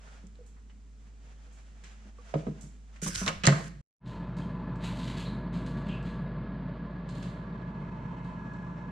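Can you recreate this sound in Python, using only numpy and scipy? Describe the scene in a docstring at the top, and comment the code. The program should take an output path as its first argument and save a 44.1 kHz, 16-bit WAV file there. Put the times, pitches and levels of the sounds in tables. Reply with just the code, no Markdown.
"""A refrigerator drones while a sleeve brushes by and the open door of a countertop air fryer ticks.
The plastic door is lifted, scrapes along its frame and latches with a knock that booms in the cabinet.
After a brief silence the fan is running close by: air rushing through the oven, motor tones, whistles.
Across the kitchen something is handled and crinkles in bursts of tiny snaps. The drone stays under it."""
import sys
import numpy as np
from scipy import signal
from scipy.fft import rfft, irfft
from scipy.io import wavfile

SR = 44100
rng = np.random.default_rng(int(sys.argv[2]) if len(sys.argv) > 2 else 0)


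def dump(signal):
    """Clip the signal to [-1, 1] and save it as 16-bit WAV at the path in sys.argv[1]."""
    limited = np.clip(np.atleast_2d(signal).T, -1, 1)
    pcm = np.round(limited * 32767).astype(np.int16)
    wavfile.write(sys.argv[1], SR, pcm)


N = 392931
TIME = np.arange(N) / SR
FREQS = np.fft.rfftfreq(N, 1 / SR)
SILENCE_S, RETURN_S = 3.812, 4.0  # the silence begins and ends

# The door is nudged, meets hinge stop and frame, slams home and rattles. Each row: start in seconds,
# clack level in dB, hardness as tilt in dB per octave, clack t60 in seconds, clack centre in Hz,
# boom level in dB, pitch of the cabinet's main boom in Hz.
KNOCKS = [(.238, -42, -19, 0.064, 230, -40, 184.3), (1.835, -52, -20, 0.12, 250, -49.5, 174),
          (2.054, -50, -12, 0.19, 243, -43.5, 206.6), (2.3395, -12, -10.5, 0.028, 650, -26, 156.4),
          (2.353, -13, -15.5, 0.04, 320, -18.5, 153.5), (2.467, -24, -10.5, 0.07, 512, -23.5, 203),
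          (2.482, -21, -18.5, 0.045, 330, -25, 153.6), (2.635, -45, -16, 0.12, 250, -33, 152.6),
          (3.023, -33, -15, 0.13, 400, -24, 172.3), (3.061, -27, -9, 0.12, 1400, -21, 173),
          (3.159, -34.5, 6.5, 0.033, 1600, -34, 94), (3.214, -30.5, -7.5, 0.2, 1400, -22, 188.8),
          (3.266, -22.5, -4, 0.19, 1400, -28, 199.5), (3.283, -17.5, -0.5, 0.069, 1500, -26.5, 162.6),
          (3.298, -28, -5, 0.19, 522, -38, 198), (3.436, -18.5, -2, 0.2, 2500, -21.5, 180),
          (3.4729, -5.5, -4.5, 0.031, 1900, -6, 142.6), (3.482, -10.5, -4, 0.1, 500, -21, 195.6),
          (3.521, -21, -5, 0.16, 1305, -21, 143), (3.557, -28, -7.5, 0.14, 1800, -28, 157),
          (3.582, -30.5, -5, 0.066, 1000, -46, 143.6), (3.604, -28, -11, 0.067, 1100, -42.5, 154),
          (3.626, -42.5, -7.5, 0.033, 500, -32, 160)]


def amp(db):
    """Decibels to gain."""
    return 10 ** (np.asarray(db) / 20)


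def unit(x):
    """Scales each channel to rms 1."""
    return x / np.sqrt(np.mean(x ** 2, axis=-1, keepdims=True) + 1e-20)


def read(points, hz):
    """Reads a spectrum on a log-frequency axis."""
    f, value = np.transpose(points)
    return np.interp(np.log(hz + 1), np.log(f + 1), value)


def curve(points):
    """Joins (seconds, value) points into a value at every sample."""
    return np.interp(TIME, *np.transpose(points))


def ramp(t, start, length):
    """Rises from 0 to 1 over length seconds."""
    return np.clip((t - start) / length, 0, 1)


def stroke(t, length, attack_s, release_s):
    """Attack, hold until length, exponential release."""
    return ramp(t, 0, attack_s) * np.exp(-np.maximum(t - length, 0) / release_s)


def bumps(modes, hz):
    """Resonances as peaks in dB over a spectrum."""
    return sum(db / (1 + (2 * (hz - f) / width) ** 2) for f, width, db in modes)


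def octaves(hz):
    """Octaves above 1 kHz, held level in the bass."""
    return np.log2(np.maximum(hz, 400) / 1000)


def colour(x, db_at, size=4096):
    """Minimum-phase filter whose shape in dB is the function db_at of frequency."""
    db = db_at(abs(np.fft.fftfreq(size, 1 / SR)))
    log_gain = np.log(amp(np.maximum(db - db.max(), -100)))
    taps = np.fft.ifft(np.exp(np.conj(signal.hilbert(log_gain)))).real[:size // 2]
    return signal.oaconvolve(x, taps[None], axes=1)[:, :x.shape[1]]


def noise(db):
    """Steady noise of rms 1 with the spectral shape db, as mid and side."""
    return unit(irfft(rfft(rng.standard_normal((2, N))) * amp(db), N))


def drift(rate_hz, count=2048):
    """Smooth random wander of rms 1."""
    hz = np.fft.rfftfreq(count, TIME[-1] / count)
    slow = irfft(rfft(rng.standard_normal(count)) / (1 + (hz / rate_hz) ** 4))
    return np.interp(TIME, np.linspace(0, TIME[-1], count), unit(slow))


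def grains(count, per_s, spread_db):
    """Sparse clicks of uneven size, as mid and side."""
    size = amp(spread_db * np.minimum(rng.exponential(1, count), 4))
    fires = rng.random(count) < per_s / SR
    return size * fires * rng.standard_normal((2, count))


def tones(rows, waver_hz):
    """Sines that waver in level and phase; each reaches the side a quarter turn later."""
    total = 0
    for hz, db, depth in rows:
        carrier = np.exp(2j * np.pi * (hz * TIME + rng.random()))
        waver = 1 + depth * (drift(waver_hz) + 1j * drift(waver_hz)) / np.sqrt(2)
        total += amp(db) * np.sqrt(2 / (1 + depth ** 2)) * carrier * waver
    return np.array([total.real, total.imag])


def add(mix, s, sound):
    """Adds a sound to the mix at s seconds."""
    part = mix[:, round(s * SR):][:, :sound.shape[-1]]
    part += sound[..., :part.shape[1]]


def nearness():
    """How much louder than usual the fan is for the moving listener, in dB."""
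    # Each row: time in seconds, fan level in dB.
    levels = [(4.25, -37.5), (5.42, -36), (5.97, -35.5), (6.94, -38), (8.81, -40.5), (8.85, -39.5)]
    return curve(levels) - np.mean(np.asarray(levels)[:, 1])


def stereo_image(x):
    """Mid and side to left and right: long waves reach both sides alike, higher bands spread and lean."""
    # Each row: frequency in Hz, side gain in dB.
    spread = [(50, -16.5), (200, -11.5), (500, -8), (1000, 1), (2000, -1.5), (4000, -5.5), (7500, 1.5),
              (14000, -0.5)]
    # Each row: frequency in Hz, left over right in dB.
    lean = [(200, -1), (500, -2.5), (1000, -8.5), (2000, 0.5), (4000, -1), (7500, -16), (14000, 9.5)]
    mid, side = rfft(x)
    ratio = amp(read(lean, FREQS))
    side = side * amp(read(spread, FREQS)) + mid * (ratio - 1) / (ratio + 1)
    return irfft(np.array([mid + side, mid - side]), N)


def kitchen(x, delay_s=0.0046, echoes_per_s=4000):
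    """Reflections from counter and walls, each band dying at its own speed."""
    # Each row: frequency in Hz, t60 in seconds.
    decay = [(60, 0.23), (150, 1), (500, 0.43), (2000, 0.54), (5000, 0.47), (8000, 0.39), (14000, 0.59)]
    taps = rng.choice([-1, 1], (2, SR)) * (rng.random((2, SR)) < echoes_per_s / SR)
    hz, t, bands = signal.stft(taps * (TIME[:SR] > delay_s), SR, nperseg=256)
    tail = signal.istft(bands * amp(-60 * t / read(decay, hz)[:, None]), SR, nperseg=256)[1]
    return signal.fftconvolve(x[:1], tail / np.linalg.norm(tail[0]), axes=1)[:, :N]


def room_tone(db=-53):
    """The still kitchen: a faint, dark bed of noise."""
    # Each row: frequency in Hz, level in dB.
    spectrum = [(20, -5.5), (40, -9.5), (70, -6), (110, -7), (230, -6.5), (320, -18.5), (600, -25.5),
                (1500, -29), (5000, -34), (7500, -33.5), (10000, -48), (14000, -66)]
    return noise(read(spectrum, FREQS)) * amp(db)


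def refrigerator(before_db=11.5, after_db=4.5, follow=1.5, wander_db=-0.3):
    """A low, wavering drone; after the silence it rises and falls with the fan's nearness."""
    # Each row: pitch in Hz, level in dB, waver depth as a ratio.
    partials = [(53.2, -50.5, 0.05), (139, -74, 0.7), (211, -71.5, 0.4), (277, -80.5, 0.5), (373, -82, 0.5),
                (433, -83.5, 0.6)]
    drone_db = np.where(TIME < RETURN_S, before_db, after_db + follow * nearness())
    return tones(partials, waver_hz=0.41) * amp(drone_db + wander_db * drift(rate_hz=1.3))


def sleeve(flutter_db=2.0):
    """Cloth brushes close by, each stroke swelling and fading."""
    # Each row: middle in seconds, level in dB, half length in seconds.
    brushes = [(0.094, -51.5, .12), (0.426, -63, 0.18), (1.054, -61, 0.074), (1.267, -59, 0.089),
               (1.583, -57.5, 0.32), (1.87, -63, 0.12), (2.05, -55.5, 0.14), (2.335, -51, 0.12),
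               (2.562, -55, 0.2), (2.946, -57, 0.091)]
    # Each row: frequency in Hz, level in dB.
    cloth = [(240, -49), (400, -0.5), (654, 1), (1020, -4), (1400, -1.5), (2980, -6.5), (4200, -11.5),
             (6960, -11.5), (11500, -33), (14000, -81)]
    speed = sum(amp(db) * np.exp(-((TIME - s) / half) ** 2) for s, db, half in brushes)
    return noise(read(cloth, FREQS)) * speed * amp(flutter_db * drift(rate_hz=14.0))


def squeaks(attack_s=0.0012):
    """Things squeak and scuff as they are moved: friction briefly excites one broad resonance."""
    # Each row: start in seconds, level in dB, centre in Hz, width in Hz, t60 in seconds.
    scuffs = [(0.071, -53.5, 1420, 260, 0.49), (0.564, -55.5, 1500, 1290, 0.18),
              (4.418, -57, 3200, 400, .15), (5.252, -51.5, 4060, 700, 0.42),
              (5.888, -50.5, 2950, 1110, 0.5), (5.905, -48.5, 2620, 380, 0.36)]
    out, t = np.zeros((2, N)), TIME[:SR // 2]
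    f = np.fft.rfftfreq(len(t), 1 / SR)
    for s, db, hz, width, t60 in scuffs:
        friction = rfft(rng.standard_normal((2, len(t))))
        band = irfft(friction / (1 + (2 * (f - hz) / width) ** 4), len(t))
        add(out, s, unit(band) * amp(db - 60 * t / t60) * ramp(t, 0, attack_s))
    return out


def crinkles(attack_s=0.017, release_s=0.054):
    """Bursts of tiny snaps that swell as the hand closes and die quickly once it stops."""
    # Each row: start in seconds, level in dB, length in seconds, tilt in dB per octave.
    handfuls = [(4.048, -52, 0.023, -1), (4.362, -59.5, .035, 1), (4.796, -54, 0.03, -1),
                (4.822, -49.5, 0.034, 4), (4.822, -44.5, 0.021, -4.5), (4.945, -51, 0.1, 1.5),
                (5.062, -47, 0.035, -0.5), (5.157, -49, 0.047, 1.5), (5.517, -55, 0.046, 0),
                (5.646, -57.5, 0.02, 2.5), (5.758, -60.5, 0.039, -0.5), (5.843, -57, 0.082, -3),
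                (6.037, -55, 0.041, -1.5), (7.073, -57.5, 0.026, 1), (7.135, -55.5, 0.019, 3.5),
                (7.211, -55, 0.027, 0.5), (8.226, -66, .025, 1.5), (8.51, -80, 0.024, 0)]
    # Each row: frequency in Hz, level in dB.
    spectrum = [(500, -7.5), (1200, 0), (2500, 3), (4200, 4.5), (5400, -11.5), (7200, -7.5), (10000, -20),
                (13000, -31.5), (16000, -47)]
    out, t = np.zeros((2, N)), TIME[:SR // 3]
    for s, db, length, tilt in handfuls:
        clicks = grains(len(t), per_s=2000, spread_db=0.6)
        snaps = colour(clicks, lambda hz: read(spectrum, hz) + tilt * octaves(hz))
        squeeze = stroke(t, length, attack_s, release_s) * ramp(t, 0, attack_s)
        add(out, s, amp(db) * unit(snaps) * squeeze)
    return out


def cracks(t60_s=0.05):
    """Now and then one crease snaps on its own, short and bright."""
    # Each row: start in seconds, level in dB.
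    creases = [(4.076, -54.5), (4.368, -54.5), (4.384, -54), (4.757, -61.5), (4.843, -46), (5.174, -52),
               (5.664, -53), (5.886, -55.5), (6.028, -58.5), (7.09, -51.5), (7.227, -49.5), (8.535, -63.5)]
    # Each row: frequency in Hz, level in dB.
    spectrum = [(1000, -16.5), (4000, 1), (5400, -4.5), (7500, -3), (9000, -15.5), (14000, -40)]
    out, t = np.zeros((2, N)), TIME[:SR // 10]
    for s, db in creases:
        snap = colour(rng.standard_normal((2, len(t))), lambda hz: read(spectrum, hz))
        add(out, s, unit(snap) * amp(db - 60 * t / t60_s))
    return out


def airflow(facing):
    """Turbulent air through the oven's resonances; each band shifts in level as the listener moves."""
    # Each row: frequency in Hz, level in dB.
    turbulence = [(20, -27.5), (60, -19.5), (100, -12.5), (140, 3), (210, 0), (320, -17), (500, -21.5),
                  (780, -24), (1400, -22), (2600, -35), (4400, -40), (5400, -55), (8000, -62.5),
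                  (11000, -93)]
    # Oven resonances. Each row: centre in Hz, width in Hz, height in dB.
    duct = [(143, 9.7, 3.5), (287, 24, 5.5), (400, 140, 8), (604, 123, 13), (910, 130, 6.5), (1031, 71, 8),
            (1150, 28, 10.5), (1577, 80, 0), (1713, 88, 7), (2140, 56, 3.5)]
    # Throb, rumble, rush, whir, hiss. Each row: level in dB, dB per dB of nearness, dB added in front.
    bands = [(-51, 1.1, 5.5), (-41.5, 1.4, 0.5), (-52.5, 1, -1), (-53.5, 0.96, -0.5), (-90, -2, 5.5)]
    # Where those bands meet, in Hz.
    edges_hz = [130, 330, 780, 5200]
    shape = read(turbulence, FREQS) + bumps(duct, FREQS)
    band = np.searchsorted(edges_hz, FREQS)
    return sum(noise(np.where(band == k, shape, -np.inf)) * amp(db + follow * nearness() + front * facing)
               for k, (db, follow, front) in enumerate(bands))


def breathy(modes):
    """Noise narrowed to a few resonant bands."""
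    gain = sum(amp(db) / (1 + (2 * (FREQS - hz) / width) ** 4) for hz, width, db in modes)
    return noise(20 * np.log10(gain))


def whistles(facing, gap_db=-55):
    """Air whistles through the gap round the door and, higher, through the vent."""
    # Each row of both: centre in Hz, width in Hz, level in dB.
    gap_modes = [(949, 216, -3), (1300, 90, -13), (1500, 65, -19.5), (1690, 45, -6.5), (2550, 200, -20.5)]
    vent_modes = [(2027, 110, -1), (2150, 70, 3), (2325, 100, -7.5), (2600, 100, -3), (2760, 88, -14),
                  (2930, 79, -6), (3150, 120, -6.5)]
    # Each row: time in seconds, level in dB.
    vent_level = [(7.2, -73), (7.7, -73), (8.0, -68), (8.25, -64.5), (8.5, -75.5), (8.85, -69)]
    return breathy(gap_modes) * amp(gap_db) * facing + breathy(vent_modes) * amp(curve(vent_level))


def fan(whine_db=-1.5, flutter_db=1.0):
    """Fluttering air with motor hum and whine on top; blade tones come through in front of the door."""
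    # Each row: time in seconds, listener's position from 0 (above the lid) to 1 (facing the door).
    path = [(4.9, 1), (5.7, 0.45), (7.2, 0.046), (8.0, 0.98)]
    # Motor and mains hum, unsteady blade tones, and a close whining pair.
    # Each row: pitch in Hz, level in dB, waver depth as a ratio.
    motor_tones = [(80.5, -65, 0.3), (122.4, -49, 0.4), (163.6, -53.5, 0.1), (175.3, -43.5, 0),
                   (212, -54.5, 0.2), (231.5, -62, 0.5), (255.8, -57, 1), (359.7, -60.5, 0),
                   (479.3, -62, 0.3), (606, -72.5, 0.11), (669, -63.5, 0)]
    blade_tones = [(849, -65.5, 0.53), (906, -64.5, 0.66), (1010, -59, 2.3), (1190, -73, 0.53),
                   (1360, -70, 0.59), (1420, -73.5, 0.6)]
    whine_tones = [(1657, -7.5, 0.91), (1681, -4.5, 0.6)]
    # The whine swells and sinks as the listener moves. Each row: time in seconds, gain in dB.
    whine_level = [(4.2, -65), (5.0, -64.5), (5.22, -55), (5.48, -58.5), (6.12, -53), (6.35, -58),
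                   (7.65, -59.5), (8.0, -61.5), (8.55, -52.5), (8.85, -60)]
    facing = curve(path)
    air = airflow(facing) + whistles(facing)
    motor = tones(motor_tones, waver_hz=3.7) * amp(nearness())
    blades = tones(blade_tones, waver_hz=7.8) * facing
    whine = tones(whine_tones, waver_hz=26) * amp(curve(whine_level) + whine_db)
    return air * amp(flutter_db * drift(rate_hz=54)) + motor + blades + whine


def shudder():
    """The cabinet rumbles on the counter for as long as the hand pushes the door home."""
    # Start in seconds, length in seconds, level in dB.
    push = (3.02, 0.41, -37.5)
    # Each row: frequency in Hz, level in dB.
    spectrum = [(15, -8), (35, -0.5), (90, -1), (130, -11.5), (250, -34), (600, -80.5)]
    start, length, db = push
    pressure = stroke(TIME - start, length, attack_s=0.026, release_s=0.08)
    return noise(read(spectrum, FREQS)) * amp(db) * pressure


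def rings(attack_s=0.002):
    """Jolted loose parts of the hinge and door each ring on one dying note."""
    # Each row: start in seconds, level in dB, pitch in Hz, t60 in seconds.
    notes = [(0.01, -51, 155, 1.2), (0.389, -38, 490, 0.11), (0.409, -38, 460, 0.075),
             (1.47, -54, 490, 0.2), (2.184, -41, 1150, 0.08), (2.187, -38.5, 484, 0.08),
             (2.3405, -30, 700, 0.04), (2.472, -20, 253, 0.093), (3.263, -31, 5810, 0.03),
             (3.279, -26, 6100, 0.04), (3.473, -14, 1850, 0.05), (3.488, -22.5, 520, 0.09),
             (3.526, -31.5, 520, 0.09), (3.577, -27.5, 687, 0.08), (3.59, -34, 826, 0.1)]
    out, t = np.zeros((2, N)), TIME[:SR]
    for s, db, hz, t60 in notes:
        add(out[:1], s, amp(db - 60 * t / t60) * np.sin(2 * np.pi * hz * t) * ramp(t, 0, attack_s))
    return out


def slide(judder_db=-1.5, rasp_db=7, panel_db=9, width_ratio=0.14):
    """Plastic sticks and slips along the frame; its resonances shift from one short push to the next."""
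    # Each row: start in seconds, length in seconds, level in dB, rasp in Hz, panel resonance in Hz,
    # tilt in dB per octave. The last is the hand slipping off the handle.
    scrapes = [(3.016, 0.054, -33, 6460, 1440, 2), (3.06, 0.035, -31, 6000, 2060, 3.5),
               (3.099, 0.056, -36, 5110, 1610, 0.3), (3.14, 0.03, -33.5, 5350, 1490, 0),
               (3.167, 0.043, -32, 6000, 1418, 0), (3.21, 0.082, -35, 5940, 1400, -0.5),
               (3.521, 0.16, -44.5, 6940, 1620, -2)]
    # Each row: frequency in Hz, level in dB.
    spectrum = [(200, -8.5), (900, -17.5), (1250, -10), (1500, -3.5), (1900, -5), (3000, -5), (4100, -9.5),
                (5600, -4.5), (7000, -6.5), (8200, -5.5), (10000, -13.5), (13000, -25), (16000, -50.5)]
    out, t = np.zeros((2, N)), TIME[:SR // 3]
    for s, length, db, rasp_hz, panel_hz, tilt in scrapes:
        modes = [(rasp_hz, width_ratio * rasp_hz, rasp_db), (panel_hz, width_ratio * panel_hz, panel_db)]
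        slips = grains(len(t), per_s=7700, spread_db=-1.5)
        scrape = colour(slips, lambda hz: read(spectrum, hz) + bumps(modes, hz) + tilt * octaves(hz))
        add(out, s, amp(db) * unit(scrape) * stroke(t, length, attack_s=0.005, release_s=0.0069))
    return out * amp(judder_db * drift(rate_hz=60))


def clacks(contacts, scatter_db=2.5, focus_db=7.5, focus_octaves=0.7):
    """Each contact chatters through its own mix of the door's modes; harder contacts are brighter."""
    # Each row: frequency in Hz, level in dB.
    plastic = [(100, -23), (300, -2), (600, -5), (1300, -0.5), (2600, -1.5), (5000, -5), (7500, -4.5),
               (9000, -20.5), (12000, -33), (16000, -53.5)]
    # Each row: centre in Hz, width in Hz, height in dB.
    door_modes = [(370, 86, -5), (460, 32, 3.5), (546, 37, 7.5), (655, 77, 8.5), (780, 110, 0),
                  (1060, 77, 4), (1267, 90, 3), (1600, 120, 1.5), (1890, 110, 1), (1990, 90, 2),
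                  (3000, 200, 3.5), (4000, 250, 3.5)]
    out, t = np.zeros((2, N)), TIME[:SR // 4]
    for s, db, tilt, t60, centre_hz, *_ in contacts:
        force = amp(db - 60 * t / t60)
        modes = [(f, width, height + scatter_db * rng.standard_normal()) for f, width, height in door_modes]

        def shape(hz):
            """The point of contact favours the modes round its own centre."""
            focus = focus_db * np.exp(-(np.log2((hz + 1) / centre_hz) / focus_octaves) ** 2)
            return read(plastic, hz) + bumps(modes, hz) + tilt * octaves(hz) + focus

        hit = colour(rng.standard_normal((2, len(t))) * force, shape)
        add(out, s, unit(hit) * np.sqrt(np.mean(force ** 2)))
    return out


def thuds(rise_s=0.0038, lag_s=0.0023):
    """Just after each knock the hollow cabinet gives way and booms in a few low modes."""
    # Each row: pitch as a multiple of the main boom's, level in dB, t60 in seconds.
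    cabinet = [(0.999, 8, 0.19), (.84, -12.5, 0.059), (1.149, -4, 0.29), (1.381, -9, 0.17),
               (1.66, -14.5, 0.14), (2.02, -18, 0.28)]
    out, t = np.zeros((2, N)), TIME[:SR // 2]
    for s, *_, db, hz in KNOCKS:
        boom = sum(amp(level - 60 * t / t60) * np.sin(2 * np.pi * hz * k * t) for k, level, t60 in cabinet)
        add(out[:1], s + lag_s, -amp(db) * boom * (1 - np.exp(-t / rise_s)))
    return out


def fryer_door():
    """The plastic door ticks, scrapes up its frame, snaps into the latch and rattles."""
    # Faint ticks of the open oven; hard edges and the latch snapping past each other. Each row: start
    # in seconds, level in dB, tilt in dB per octave, t60 in seconds, centre in Hz.
    ticks = [(.269, -49, 6, 0.027, 7550), (.355, -53, 0, 0.031, 3000), (.4626, -58, 18, 0.3, 7400),
             (.697, -51, -4.5, 0.11, 2600), (1.525, -59.5, 14, 0.5, 7400), (1.838, -45, 2.5, 0.39, 2320),
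             (2.61, -46.5, 8.5, .38, 8200), (2.96, -47, -1.5, 0.15, 1950)]
    catches = [(2.3405, -33.5, -4, 0.065, 2020), (3.0173, -34, 1.5, .012, 6510),
               (3.0635, -25, 2, 0.0084, 7500), (3.087, -27, 4.5, .012, 6200), (3.151, -24.5, 2, .03, 6200),
               (3.1583, -12.5, 3.5, .004, 6500), (3.1784, -28.5, 2.5, .04, 5440),
               (3.2632, -18, -1, .014, 5570), (3.2785, -11.5, -3.5, 0.028, 3500),
               (3.4531, -14, -1, 0.034, 6480), (3.4676, -4, 6.5, 0.012, 4485),
               (3.4729, -6, 1.5, .012, 6500)]
    return clacks(KNOCKS) + clacks(catches) + clacks(ticks) + slide() + rings()


def scene():
    """The door is near and fairly dry; the handling is farther off, with much more of the room."""
    boom, door = thuds(), fryer_door()
    handling, squeak = crinkles() + cracks(), squeaks()
    room = kitchen(amp(-15) * boom + amp(-11) * door + amp(-2.5) * handling + amp(-8) * squeak)
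    direct = boom + shudder() + door + amp(-2) * handling + squeak + fan() * (TIME > RETURN_S)
    background = refrigerator() + (room_tone() + sleeve()) * (TIME < RETURN_S)
    return stereo_image(direct + room + background)


def record(dry, split_hz=450, top_hz=15500, before_db=-10, silence_db=-63.5, fade_in_s=0.061):
    """The sound drops out, fades back louder and in mono, then widens, treble first; a low-pass caps it."""
    mid, side = dry.mean(0), (dry[0] - dry[1]) / 2
    bass = irfft(rfft(side) / (1 + (FREQS / split_hz) ** 4), N)
    treble_width = 0.68 * ramp(TIME, start=6.32, length=1.1)
    bass_width = 0.33 * ramp(TIME, start=7.3, length=1)
    side = np.where(TIME < RETURN_S, side, (side - bass) * treble_width + bass * bass_width)
    fade_out = amp(before_db) * (1 - ramp(TIME, SILENCE_S, length=0.0025))
    fade_in = (1 - np.exp(-np.maximum(TIME - RETURN_S, 0) / fade_in_s)) ** 2
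    out = np.array([mid + side, mid - side]) * (fade_out + fade_in + amp(silence_db))
    low_pass = signal.firwin(511, top_hz, window=("kaiser", 9), fs=SR)
    return signal.oaconvolve(out, low_pass[None], "same")


dry = scene()
out = record(dry)
dump(out)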